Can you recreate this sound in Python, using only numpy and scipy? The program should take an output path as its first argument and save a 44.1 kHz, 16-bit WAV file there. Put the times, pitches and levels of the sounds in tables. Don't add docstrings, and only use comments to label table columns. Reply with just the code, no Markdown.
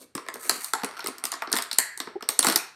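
import sys
import numpy as np
from scipy import signal
from scipy.io import wavfile

SR = 44100
rng = np.random.default_rng(int(sys.argv[2]) if len(sys.argv) > 2 else 0)


def digitize_waveform(pressure):
    field = np.atleast_2d(pressure).T
    bounded = np.clip(field, -1, 1)
    quanta = np.round(bounded * 32767).astype(np.int16)
    wavfile.write(sys.argv[1], SR, quanta)


N = 121275
TIME = np.arange(N) / SR


def amp(db):
    return 10 ** (np.asarray(db) / 20)


def unit_energy(x):
    return x / np.sqrt(np.sum(x ** 2) + 1e-20)


def band(x, low_hz, high_hz):
    sos = signal.butter(2, [low_hz, min(high_hz, 0.45 * SR)], "band", fs=SR, output="sos")
    return signal.sosfilt(sos, x + 1e-18)


def add(out, start_s, sound):
    i = max(int(start_s * SR), 0)
    out[i:i + len(sound)] += sound[:max(len(out) - i, 0)]


AIR_DB, AIR_CORNER_HZ = -70.5, 200


def background():
    low_pass = signal.butter(1, AIR_CORNER_HZ, fs=SR, output="sos")
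    air = signal.sosfilt(low_pass, rng.standard_normal(N))
    return amp(AIR_DB) * unit_energy(band(air, 95, 15000)) * np.sqrt(N)


MODE_SPREAD_DB = 2.5


def flexed(modes, detune):
    bent = []
    for mode_hz, width_hz, level_db in modes:
        bent_hz = mode_hz * np.exp(detune * rng.standard_normal())
        bent.append((bent_hz, width_hz, level_db + MODE_SPREAD_DB * rng.standard_normal()))
    return bent


# (mode_hz, width_hz, level_db)
HOLLOW_MODES = [(189, 110, -14), (276.5, 48, -1.5), (363.5, 101, 1.5), (436.6, 119, 0.5)]
PANEL_MODES = [(667, 117, 1), (886, 87, 4.5), (1053, 114, 6.5), (1323, 205, 6), (1658, 296, 3.5),
               (2035, 375, 2), (2530, 1470, -15)]
WALL_MODES = [(2890, 2860, -8), (3677, 670, 0), (4516, 690, 1), (4895, 550, 2), (5440, 680, 0)]
CREASE_MODES = [(6480, 1520, -4), (7700, 1100, -0.17), (8980, 1260, 1), (10910, 1200, -4.5),
                (11830, 1250, -2.5), (15300, 1900, -18.5)]


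def body(force, modes, low_hz, high_hz):
    out = 0
    for k, (mode_hz, width_hz, level_db) in enumerate(modes):
        radius = np.exp(-np.pi * width_hz / SR)
        gain = (1 - radius ** 2) / 2
        feedback = [1, -2 * radius * np.cos(2 * np.pi * mode_hz / SR), radius ** 2]
        out = out + (-1) ** k * amp(level_db) * signal.lfilter([gain, 0, -gain], feedback, force)
    return band(out, low_hz, high_hz)


STROKE_RISE_S, STROKE_FALL_S, GRAINS_PER_S = 0.05, 0.075, 1500


def catches(start_s, end_s, grain_db):
    caught = rng.random(N) < GRAINS_PER_S / SR
    signs = rng.choice([-1, 1], N)
    sizes = amp(grain_db * np.minimum(rng.exponential(1, N), 4)) * signs
    swell = (TIME - start_s) / STROKE_RISE_S
    fade = (end_s - TIME) / STROKE_FALL_S
    pressure = np.clip(np.minimum(swell, fade), 0, 1)
    return pressure * unit_energy(caught * sizes) * np.sqrt(N)


SLIDE_DETUNE, SLIDE_STEP_S = 0.071, 0.02
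# (start_s, end_s, hollow_db, panels_db, walls_db, creases_db, graininess_db)
STROKES = [(-.01, 0.057, -48, -56, -51, -46.5, 3), (0.133, 0.434, -58, -54.5, -62.5, -68, 20),
           (0.429, 0.59, -43, -45, -67, -84, 9.5), (0.372, 0.733, -88, -50, -53, -43, 3.5),
           (0.76, 1.133, -64, -47, -54, -60, 8), (1.132, 1.56, -65.5, -53, -75, -94, 5.5),
           (1.47, 1.687, -51, -43.5, -47.5, -58, 7.5), (2.423, 2.565, -33, -28, -30.5, -28.5, 5)]


def rubbing(part, runs, modes, low_hz, high_hz):
    force = np.zeros(N)
    for run, (start_s, end_s, *levels_db) in zip(runs, STROKES):
        force += amp(levels_db[part]) * run
    out, hop = np.zeros(N), int(SLIDE_STEP_S * SR)
    is_carton = part < 2
    for i in range(0, N, hop):
        bent = flexed(modes, SLIDE_DETUNE) if is_carton else modes
        response = unit_energy(body(signal.unit_impulse(SR // 20), bent, low_hz, high_hz))
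        add(out, i / SR, signal.fftconvolve(force[i:i + hop], response))
    return out


MOVE_S = 0.25
ROOM_RAMP_S = 0.0016
# (band_hz, t60_s)
KITCHEN_DECAY = [(200, 0.26), (2000, 0.48), (5000, 0.36), (9000, 0.27), (15000, 0.14)]


def kitchen_tail():
    t, out = TIME[:SR * 2 // 3], 0
    band_hz, t60_s = np.transpose(KITCHEN_DECAY)
    edges_hz = np.geomspace(80, 19000, 13)
    for low_hz, high_hz in zip(edges_hz, edges_hz[1:]):
        log_centre = np.log(low_hz * high_hz) / 2
        decay_s = np.interp(log_centre, np.log(band_hz), t60_s)
        out = out + band(rng.standard_normal(len(t)), low_hz, high_hz) * amp(-60 * t / decay_s)
    return unit_energy(out * np.clip(t / ROOM_RAMP_S - 0.5, 0, 1))


def kitchen(sound):
    out, hop = np.zeros(N), int(MOVE_S * SR)
    for i in range(0, N, hop):
        add(out, i / SR, signal.fftconvolve(sound[i:i + hop], kitchen_tail()))
    return out


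# (delay_s, level_db)
ECHOES = [(.0087, -17), (0.0151, -14)]


def first_echoes(direct):
    out = np.zeros(N)
    for delay_s, level_db in ECHOES:
        add(out, delay_s, amp(level_db) * direct)
    return out


ATTACK_S = 0.000082
FLEX_DETUNE = 0.023
SLIP_SPREAD_DB = 3.5
SKIRT_DB, SKIRT_S = -21.5, 0.001
# (start_s, hollow_db, panels_db, walls_db, creases_db)
CONTACTS = [(0.1516, -29, -34.5, -37.5, -33.5), (0.1781, -39, -32.5, -39.5, -52.0),
            (0.2852, -39.5, -28.5, -39.5, -41.5), (0.3405, -41, -72, -43, -38.5),
            (0.3563, -37, -39, -66, -50), (0.4946, -30.5, -22, -19, -19.5), (0.6441, -80, -42.5, -35, -30),
            (0.7346, -33, -23, -28, -26), (0.834, -27.5, -28, -35, -41), (0.845, -50, -32, -35.5, -31.5),
            (0.9924, -47, -32, -44, -46), (1.0048, -58, -55, -36.5, -57), (1.043, -32.5, -39, -39.5, -42.5),
            (1.0609, -39, -30.5, -39, -35), (1.0706, -46, -50, -31, -30.5), (1.0819, -31, -33.5, -47, -39),
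            (1.1825, -51, -64, -43.5, -45), (1.2388, -40.5, -32, -33.5, -28),
            (1.2529, -53, -35.5, -31, -28.5), (1.318, -69, -39, -34, -30.5), (1.3242, -51, -32, -38, -61),
            (1.3379, -43.5, -31.5, -34.5, -42.5), (1.4209, -43, -25, -40.5, -44.5),
            (1.4735, -37, -36, -41, -70), (1.5175, -40.5, -35.5, -40, -33.5),
            (1.5272, -40, -35, -21.5, -23), (1.5361, -26, -25, -45, -44.5), (1.555, -44, -33.5, -41, -32),
            (1.5647, -51, -25.5, -28.5, -31), (1.5712, -54, -35.5, -33.5, -27.5),
            (1.5857, -48, -27, -29, -35), (1.6222, -58, -36, -35, -31), (1.7132, -74, -34, -26.5, -36),
            (1.7295, -47, -42.5, -30.5, -33), (1.7852, -34.5, -25, -21, -14),
            (1.975, -50.5, -43.5, -42.5, -36.5), (2.0012, -37.5, -31.5, -29, -34.5),
            (2.0722, -36, -35, -46.5, -82.5), (2.2078, -59, -38, -56, -61),
            (2.2246, -39, -37.5, -36.5, -47.5), (2.2888, -33, -27.5, -24, -20.5),
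            (2.391, -31.5, -27, -21, -15), (2.4277, -36.5, -29, -24.5, -28.5),
            (2.4457, -29, -20.5, -36, -23.5), (2.4682, -21.5, -22.5, -21.5, -22.5),
            (2.4983, -30.5, -28.5, -28, -28), (2.523, -39, -32, -30, -30), (2.559, -30.5, -23, -19, -18)]


def knocks(part, modes, low_hz, high_hz, buckle_t60_s):
    direct, all_round = np.zeros(N), np.zeros(N)
    lead = SR // 50
    t = TIME[:SR // 8] - TIME[lead]
    after = np.maximum(t, 0)
    buckle = (1 - np.exp(-after / ATTACK_S)) * amp(-60 * after / buckle_t60_s)
    skirt = amp(SKIRT_DB) * np.exp(-np.abs(t) / SKIRT_S)
    for start_s, *levels_db in CONTACTS:
        unevenness = amp(SLIP_SPREAD_DB * rng.standard_normal(len(t)))
        slips = rng.standard_normal(len(t)) * unevenness * (buckle + skirt)
        impulse = t == 0
        burst, click = body(np.array([slips, impulse]), flexed(modes, FLEX_DETUNE), low_hz, high_hz)
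        level = amp(levels_db[part])
        add(direct, start_s + t[0], level * unit_energy(burst))
        add(all_round, start_s + t[0], level * unit_energy(click))
    return direct, all_round


# (start_s, pitch_hz, width_hz, level_db, t60_s)
RINGS = [(0.7351, 869, 129, -30.5, 0.32), (0.7351, 1337, 109, -19.5, 0.051),
         (0.7351, 1950, 130, -22, 0.025), (1.421, 1150, 252, -34, 0.3), (1.786, 1840, 402, -32.5, 0.72),
         (2.155, 389, 100, -26, 0.09), (2.155, 806, 90.5, -36, 0.074), (2.3913, 7700, 900, -1, 0.0075),
         (2.5594, 4330, 900, -7.5, 0.013), (2.559, 2470, 300, -35, 0.36)]


def ringing():
    out, t = np.zeros(N), TIME[:SR // 2]
    for start_s, pitch_hz, width_hz, level_db, t60_s in RINGS:
        noise = rng.standard_normal(len(t))
        cluster = unit_energy(band(noise, pitch_hz - width_hz / 2, pitch_hz + width_hz / 2)) * np.sqrt(len(t))
        in_step = np.exp(-(width_hz * t) ** 2)
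        pure = np.sqrt(2 * in_step) * np.sin(2 * np.pi * pitch_hz * t)
        tone = pure + np.sqrt(1 - in_step) * cluster
        onset = 1 - np.exp(-pitch_hz * t)
        add(out, start_s, amp(level_db - 60 * t / t60_s) * onset * tone)
    return out


THUMP_S = 0.00028
# (start_s, peak_db)
THUMPS = [(2.392, -29), (2.559, -32.5)]


def thumps():
    out, t = np.zeros(N), TIME[:SR // 20] / THUMP_S
    for start_s, peak_db in THUMPS:
        add(out, start_s, amp(peak_db) * t * np.exp(1 - t))
    return band(out, 11, 2000)


CONTACT_S = 0.005
# (low_edge_hz, high_edge_hz, buckle_t60_s, blow_db, room_db)
PARTS = [(117, 1700, 0.013, -0.5, -7), (530, 4700, 0.021, 0, -6.5), (2440, 5420, 0.015, 1, -9),
         (6000, 15400, 0.011, 3, -8)]


def scene():
    direct, send = np.zeros(N), np.zeros(N)
    runs = [catches(start_s, end_s, grain_db) for start_s, end_s, *_, grain_db in STROKES]
    banks = (HOLLOW_MODES, PANEL_MODES, WALL_MODES, CREASE_MODES)
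    for part, (modes, settings) in enumerate(zip(banks, PARTS)):
        low_hz, high_hz, buckle_t60_s, blow_db, room_db = settings
        blow = amp(blow_db) * np.sqrt(CONTACT_S * SR)
        rub = rubbing(part, runs, modes, low_hz, high_hz)
        straight, all_round = knocks(part, modes, low_hz, high_hz, buckle_t60_s)
        direct += blow * straight + rub
        send += amp(room_db) * (blow * all_round + rub)
    room = kitchen(send) + first_echoes(direct)
    out = background() + direct + room + ringing() + thumps()
    return out[None]


CLIP_LEVEL, CUTOFF_HZ = 1.0, 16000


def record(dry):
    top_cut = signal.ellip(10, 0.1, 70, CUTOFF_HZ, fs=SR, output="sos")
    return signal.sosfilt(top_cut, np.clip(dry, -CLIP_LEVEL, CLIP_LEVEL))


dry = scene()
out = record(dry)
digitize_waveform(out)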